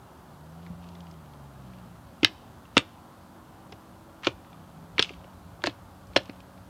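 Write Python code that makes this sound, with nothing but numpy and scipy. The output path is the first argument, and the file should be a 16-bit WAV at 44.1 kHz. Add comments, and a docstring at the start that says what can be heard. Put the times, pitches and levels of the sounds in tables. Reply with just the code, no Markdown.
"""Chopping firewood in a forest camp

A hatchet thuds into a stick of firewood: short noise bursts ring the dry fibres as snaps, ticks and
crackle, and decaying sines are the stick hitting the ground. Fading noise is the wash from the trees.
Shaped noise makes the far road, the hiss and a gust. Stacks of gliding sines make two engines revving
past, and sines of fixed pitch make the hum of a generator."""
import sys
import numpy as np
from scipy import signal
from scipy.io import wavfile
from scipy.ndimage import uniform_filter1d

SR = 44100
rng = np.random.default_rng(int(sys.argv[2]) if len(sys.argv) > 2 else 0)


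def how_loud(loudness_db):
    """Turn decibels into a plain amplitude multiplier (0 dB gives 1, 20 dB gives 10)."""
    steps = np.asarray(loudness_db, float) / 20
    return 10 ** steps


def dump(signal):
    """Clip the signal to [-1, 1] and save it as 16-bit WAV at the path in sys.argv[1]."""
    limited = np.clip(np.atleast_2d(signal).T, -1, 1)
    pcm = np.round(limited * 32767).astype(np.int16)
    wavfile.write(sys.argv[1], SR, pcm)


N = 295024  # length in samples


def add(mix, start_s, sound):
    """Mixes a sound in at a time, cutting it off at the end of the mix."""
    part = mix[round(start_s * SR):][:len(sound)]
    part += sound[:len(part)]


def read(points, hz):
    """Reads a table between its points, along a log-frequency axis."""
    f, value = np.transpose(points)
    return np.interp(np.log(hz + 1), np.log(f + 1), value)


def peaked(x):
    """Scales to a peak of one."""
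    return x / np.max(np.abs(x))


# far road and microphone hiss, relative spectrum: (f/Hz, level/dB per Hz)
ROAD_SPECTRUM = [(15, -47), (28, -31.5), (40, -16), (55, 1.5), (97, 2), (157, -2.5), (250, -6), (344, -9),
                 (463, -11.5), (700, -7), (961, -8), (1400, -13), (1900, -23), (2540, -28), (3400, -27),
                 (5000, -29.5), (14700, -31.5), (16000, -39.5)]
# a gust on the microphone in the deep bass: (loudest t/s, half length t/s, calm level/dB, added gust level/dB)
GUST = (5.5, 1.2, -2.5, 8)


def road(patchy_db=1.0, lumpy_db=1.5):
    """Noise built from random short-time spectra in drifting patches; the bass is lumpier than the hiss."""
    rms_db, traffic_lift_db = -50.5, 1.65
    size, hop = 2048, 512
    frames, hz = N // hop + 5, np.fft.rfftfreq(size, 1 / SR)
    real, imaginary, patches = rng.standard_normal((frames, len(hz), 3)).T
    patches = uniform_filter1d(patches, size=9, axis=0)
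    patches = uniform_filter1d(patches, size=9, axis=1)
    depth_db = np.where(hz < 300, lumpy_db, patchy_db * (hz < 5000))[:, None]
    patch_db = depth_db * patches / patches.std()

    loudest_s, half_s, calm_db, gust_db = GUST
    t = np.arange(frames) * hop / SR
    breeze_db = calm_db + gust_db / (1 + ((t - loudest_s) / half_s) ** 2)
    deep_bass = np.clip(2 - hz / 60, 0, 1)[:, None]  # full up to 60 Hz, none above 120 Hz
    swell_db = traffic_lift_db * (hz < 5000)[:, None] + breeze_db * deep_bass

    spectra = (real + 1j * imaginary) * how_loud(read(ROAD_SPECTRUM, hz)[:, None] + patch_db + swell_db)
    wash = signal.istft(spectra, nperseg=size, noverlap=size - hop)[1][:N]
    return how_loud(rms_db) * wash / wash.std()


def engine(hz, orders, levels_db, waver_db):
    """Sines on multiples of a turning speed, wavering in level and phase as the air carries them."""
    t, turns = np.arange(N) / SR, np.cumsum(hz) / SR
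    air = rng.standard_normal((N // 1024 + 2, len(orders)))
    air = uniform_filter1d(air, size=5, axis=0).T
    out = np.zeros(N)
    for order, level_db, drift in zip(orders, levels_db, air):
        drift = np.interp(t, np.arange(len(drift)) * 1024 / SR, drift / drift.std())
        phase = 2 * np.pi * (order * turns + rng.random()) + 0.25 * drift
        out += how_loud(level_db + waver_db * drift) * np.sin(phase)
    return np.sqrt(2) * out  # makes the levels rms


def passing(rows):
    """Speed and level along a pass; beyond its ends the engine fades by 300 dB per second."""
    s, hz, db = np.transpose(rows)
    t = np.arange(N) / SR
    outside_s = np.maximum(0, np.maximum(s[0] - t, t - s[-1]))
    return np.interp(t, s, hz), np.interp(t, s, db) - 300 * outside_s


# each hum order swells once and fades, a row per order:
# (loudest t/s, level/dB, fade/dB per s to either side)
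HUM_SWELLS = [(5.6, -55, 6.5), (6.95, -55.5, 2), (3, -62, 2.3), (6.7, -62.5, 1.5), (3.9, -60, 7),
              (0.19, -64.5, 3), (7.2, -65, 1.5)]
# which multiples of the shaft speed are heard
HUM_MULTIPLES = (2, 4, 5, 6, 7, 8, 12)


def generator_hum():
    """A shaft turning at one speed hums on its multiples, each rising and falling in level."""
    shaft_hz, t = 46.45, np.arange(N) / SR
    levels_db = [top_db - fade_db * abs(t - s) for s, top_db, fade_db in HUM_SWELLS]
    return engine(np.full(N, shaft_hz), HUM_MULTIPLES, levels_db, waver_db=0.85)


# a second engine, one order heard above the road: (t/s, f/Hz, level/dB)
DRONE_PASS = [(4.35, 167, -58), (4.5, 155.6, -63), (4.7, 156.4, -56), (5, 170, -55.5), (5.38, 171, -58.5),
              (5.55, 161, -56.5), (5.75, 154, -67)]


def passing_drone():
    """One wavering sine follows the speed of the second engine."""
    hz, db = passing(DRONE_PASS)
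    return engine(hz, [1], [db], waver_db=3.0)


# an engine revs and drops: (t/s, firing f/Hz, level/dB before the exhaust pipe)
REV_PASS = [(0.0, 80.5, -63), (0.3, 76.33, -62), (0.42, 76.03, -50.5), (0.56, 82.84, -46), (0.7, 86.2, -46),
            (0.82, 87.1, -46.5), (1.01, 86.3, -44), (1.21, 78, -49), (1.4, 70.06, -49.5),
            (1.63, 65.6, -47.5), (1.74, 61.35, -49), (1.99, 56.4, -56), (2.15, 57.56, -70)]
# the exhaust pipe colours each order as it glides through: (f/Hz, level/dB)
EXHAUST_PIPE = [(55, -6.5), (85, -7.5), (125, -3), (150, -2), (182, 0), (205, -12), (250, -19), (350, -24)]


def revving_engine():
    """The firing note and its next three multiples glide together through the exhaust pipe's response."""
    hz, db = passing(REV_PASS)
    orders = range(1, 5)
    levels_db = [db + read(EXHAUST_PIPE, order * hz) for order in orders]
    return engine(hz, orders, levels_db, waver_db=0.94)


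# how fast the wash from the trees dies: (f/Hz, time to fall 60 dB t/s)
TREE_DECAY = [(250, 0.16), (700, 0.1), (1800, 0.1), (4500, 0.085), (7000, 0.096), (11000, 0.076)]


def trees(wood):
    """Scattered echoes from trunks and tent: noise whose bands each die at their own speed."""
    wash_db = -14
    far_t60_s, far_db = 0.59, -28.5  # the far edge of the clearing answers longer, below 6 kHz
    hz, t, spectra = signal.stft(rng.standard_normal(SR // 2), SR, nperseg=128)
    near = how_loud(-60 * t / read(TREE_DECAY, hz)[:, None])
    far = how_loud(far_db - 60 * t / far_t60_s) * (hz < 6000)[:, None]
    tail = signal.istft(spectra * (near + far), SR, nperseg=128)[1]
    # soft start: the nearest trunk is a metre or two away
    tail *= 1 - np.exp(-(np.arange(len(tail)) / SR / 0.0013) ** 2)
    return how_loud(wash_db) * signal.fftconvolve(wood, tail / np.linalg.norm(tail))[:N]


def mode(x, hz, width_hz):
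    """A two-pole resonance of gain one at its centre."""
    radius = np.exp(-np.pi * width_hz / SR)
    angle = 2 * np.pi * min(hz, SR / 2.2) / SR
    return signal.lfilter([1 - radius, 0, radius - 1], [1, -2 * radius * np.cos(angle), radius ** 2], x)


# dry fibres ring with, before pitch and brightness: (f/Hz, width of one pass f/Hz, level/dB)
FIBRE_MODES = [(1191, 600, 0.5), (2136, 1200, 0.5), (2740, 1500, 7.5), (3280, 2600, -1.5), (4398, 1400, -1),
               (5700, 1680, -17.5), (7140, 2170, -20.5), (9400, 3000, -48.5), (12400, 2840, -50)]


def ring(breaks, pitch, bright_db, envelope=1):
    """The dry wood: every resonance applied twice for dark valleys; treble dies out of a burst first."""
    out = 0
    for k, (hz, width_hz, db) in enumerate(FIBRE_MODES):
        drive = breaks * envelope ** ((hz / 2750) ** 0.41)
        level_db = db + bright_db * np.log2(hz / 2750)  # brightness is in dB per octave
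        once = mode(drive, hz * pitch, width_hz)
        out = out + (-1) ** k * how_loud(level_db) * mode(once, hz * pitch, width_hz)
    return out


# bark and splinters crackle in bursts:
# (loudest t/s, rms level/dB, rise/ms per 10 dB (at least 1 is used), fall/ms per 10 dB)
CRACKLE_BURSTS = [(0.649, -69, 60, 58), (0.84, -65.5, 30, 62), (0.93, -74, 50, 300), (1.75, -76, 198, 123),
                  (2.229, -61, 21, 147.5), (2.766, -56, 16.5, 46.5), (3.735, -67.5, 27, 42),
                  (4.234, -47.5, -2, 33), (4.266, -42.5, 14, 19), (4.55, -76, 93, 112),
                  (5.008, -42, 17.5, 65), (5.656, -39.5, 11, 28), (6.175, -53, 25, 70)]


def crackle(per_s=2500, spread_db=6.0):
    """Dense random breaks of uneven size ring the fibres, swelling and fading in bursts."""
    when, size, sign = rng.random((N, 3)).T
    sizes = how_loud(-spread_db * np.log(size + 0.01885))
    breaks = (when < per_s / SR) * sizes * np.sign(sign - .5)
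    sound = ring(breaks, pitch=1.03, bright_db=4.5)
    ms = np.arange(N) / SR * 1000
    level = how_loud(-75)  # the dry litter never quite rests
    for s, db, rise_ms, fall_ms in CRACKLE_BURSTS:
        before = (s * 1000 - ms) / max(rise_ms, 1)
        after = (ms - s * 1000) / max(fall_ms, 1)
        level = level + how_loud(db - 10 * np.maximum(before, after))
    return level * sound / sound.std()


def snap(db, pitch, tear_ms, bright_db):
    """A burst of small breaks builds to one clean break and dies away."""
    chance = rng.standard_normal(2048)
    ms = np.arange(len(chance)) / SR * 1000
    breaks = chance * (1 - np.exp(-ms / .5))
    breaks[round(.0006 * SR)] = 3.5  # the clean break
    return how_loud(db) * peaked(ring(breaks, pitch, bright_db, np.exp(-ms / tear_ms)))


# bark and chips tick as the stick is handled:
# (t/s, peak level/dB, pitch factor on the wood, brightness/dB per octave)
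HANDLING_TICKS = [(0.6643, -39.5, 0.69, 6), (0.8408, -51, 0.8, 3), (0.888, -45.5, 1.06, 12),
                  (0.9507, -44.5, 1.5, -6), (1.005, -43.5, 1.16, 5), (1.0682, -45.5, 0.89, 7),
                  (1.1113, -47, 1.77, -6), (1.139, -51, 1, 2), (1.3354, -48, 0.93, 6),
                  (1.734, -48, 0.96, -1), (1.785, -50, 1.03, 3), (2.6525, -47, 1, -2),
                  (3.7213, -41, 1.8, -11), (3.7233, -35, 0.96, 2), (4.2245, -45, 1.4, -2.5),
                  (4.4468, -49, 0.79, 6), (4.5293, -45, 1.04, -3), (5.1353, -41.5, 0.85, 6),
                  (5.2427, -41.5, 0.89, -0.5), (5.6193, -37.5, 1.14, -2), (5.695, -32.5, 1.13, 0),
                  (6.0698, -51, 1.95, 1), (6.1334, -44.5, 0.75, 9), (6.232, -49, 1.8, 2),
                  (6.256, -42.5, 1.21, 8), (6.295, -34, 0.81, 4), (6.4033, -42, 1.06, 6),
                  (6.5767, -47.5, 0.82, 2)]


def handling_ticks():
    """Faint snaps of the same dry wood, all with one tearing time."""
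    out = np.zeros(N)
    for s, db, pitch, bright_db in HANDLING_TICKS:
        add(out, s, snap(db, pitch, 2.9, bright_db))
    return out


def thud(db, pitch, upper_db, ring_time, contact_ms=3.08):
    """A soft push rings the ground and the bending modes of the stick; high modes answer sooner."""
    t = np.arange(round(.2 * SR)) / SR
    out = np.zeros(len(t))
    for hz, t60, mode_db in STICK_MODES:
        share_db = 0
        if hz < 200:  # the ground thump grows as a blunter blow rings the upper modes less
            share_db = -15 - 0.2 * upper_db
        elif hz > 400:
            share_db = upper_db
        rise = 1 - np.exp(-(t * 1000 / contact_ms * hz / 320) ** 2)
        decay = how_loud(mode_db + share_db - 60 * t / t60 / ring_time)
        out -= decay * rise * np.sin(2 * np.pi * hz * pitch * t)
    return how_loud(db) * peaked(out)


# the whole stick rings with, before each blow's factors: (f/Hz, time to fall 60 dB t/s, level/dB)
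STICK_MODES = [(116, 0.12, 0.8), (323, 0.038, 6), (430, 0.04, -10.5), (547, .035, 2.4),
               (893.4, 0.018, -2.5)]
# the stick is driven onto the ground:
# (t/s, peak level/dB, pitch factor, upper modes level/dB, ring-time factor)
STICK_THUDS = [(0.7, -34.5, 0.56, -26, 3.9), (2.2295, -13, 0.95, -12, 0.99), (2.246, -25, 1.09, -0.5, 0.63),
               (2.768, -7, 0.91, -2, 0.48), (3.722, -39, 1.34, 1, 0.73), (4.2682, -13, 1.03, -1, 0.9),
               (4.2751, -21, 1.4, -7, 0.29), (4.9821, -32, 0.94, -1, 1.3), (4.993, -16, 1.3, -10, 0.23),
               (5.104, -34, 1.18, -8, 0.44), (5.245, -42, 1, 4, 0.66), (5.639, -20.5, 1.075, 3, 2),
               (5.67, -19, 1.12, 9, 0.37), (5.674, -22, 0.96, -10, 1.5), (6.1592, -23, 0.91, 0, 0.63),
               (6.1624, -8, 1.024, 6.5, 0.62), (6.1735, -33, 1.3, 19, 0.74), (6.2938, -29, 0.9, -5, 0.38)]


def stick_thuds():
    """Each blow sets the ground and the stick ringing anew."""
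    out = np.zeros(N)
    for s, *blow in STICK_THUDS:
        add(out, s, thud(*blow))
    return out


# the blade bites or fibres snap: (t/s, peak level/dB, pitch factor on the wood,
# time constant of the tearing at 2750 Hz/ms, brightness/dB per octave)
BLADE_SNAPS = [(2.2312, -11, 1, 4, 0), (2.246, 1, 0.86, 1.67, 7.5), (2.7678, -2.5, 1, 3.5, -1.5),
               (2.7779, -2, 1.19, 1.7, 3), (4.2325, -30.5, 0.98, 9.3, -6), (4.2455, -25.5, 0.75, 4.7, 10),
               (4.2525, -26.5, 0.91, 2.8, 1), (4.263, -34, 0.9, 4.5, 0.6), (4.269, -6, 1.05, 3.3, -0.5),
               (4.274, -25, 0.79, 1.4, -13), (4.9808, -12.5, 0.84, 4.8, 1), (4.993, -2.5, 1.21, 1.7, -2),
               (4.9971, -9, 0.88, 1.8, 1.5), (5.0195, -24, 1.2, 0.61, 12), (5.0245, -10, 1.1, 2.45, 6),
               (5.0365, -25, 1.35, 0.77, 1), (5.045, -24.5, 0.97, 2.4, 5), (5.092, -28.5, 0.99, 3.7, 3),
               (5.6385, -18.5, 1.63, 1.6, -6.5), (5.6388, -15.5, 0.47, 1.8, 2), (5.66, -25, 1.4, 3.2, -19),
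               (5.664, -24.5, 1.5, 2.8, 4), (5.67, -12, 0.82, 3, 8), (5.674, -22, 0.42, 0.75, 6),
               (6.1611, -8.5, 0.89, 3.7, 2), (6.1641, -7.5, 1.35, 3.9, -5), (6.173, -14.5, 1.28, 1.6, 0)]


def blade_snaps():
    """The blade and the splitting fibres set off short bursts of breaks in the wood."""
    out = np.zeros(N)
    for s, *bite in BLADE_SNAPS:
        add(out, s, snap(*bite))
    return out


def scene():
    """Chopping among trees over the far traffic; only the wood sounds get the wash of echoes."""
    motors = generator_hum() + passing_drone() + revving_engine()
    wood = crackle() + handling_ticks() + stick_thuds() + blade_snaps()
    return (road() + motors + trees(wood) + wood)[None]


def low_pass(x):
    """Removes everything above the highest recorded frequency."""
    return signal.sosfilt(signal.butter(12, 16120, fs=SR, output="sos"), x)


def record(dry):
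    """The small microphone loses the deepest bass and overloads softly on the hardest cracks."""
    bass_hz, ceiling = 47.7, 1.15
    high_pass = signal.butter(2, bass_hz, "high", fs=SR, output="sos")
    heard = signal.sosfilt(high_pass, dry)
    mix = ceiling * np.tanh(heard / ceiling)
    return low_pass(mix)


dry = scene()
out = record(dry)
dump(out)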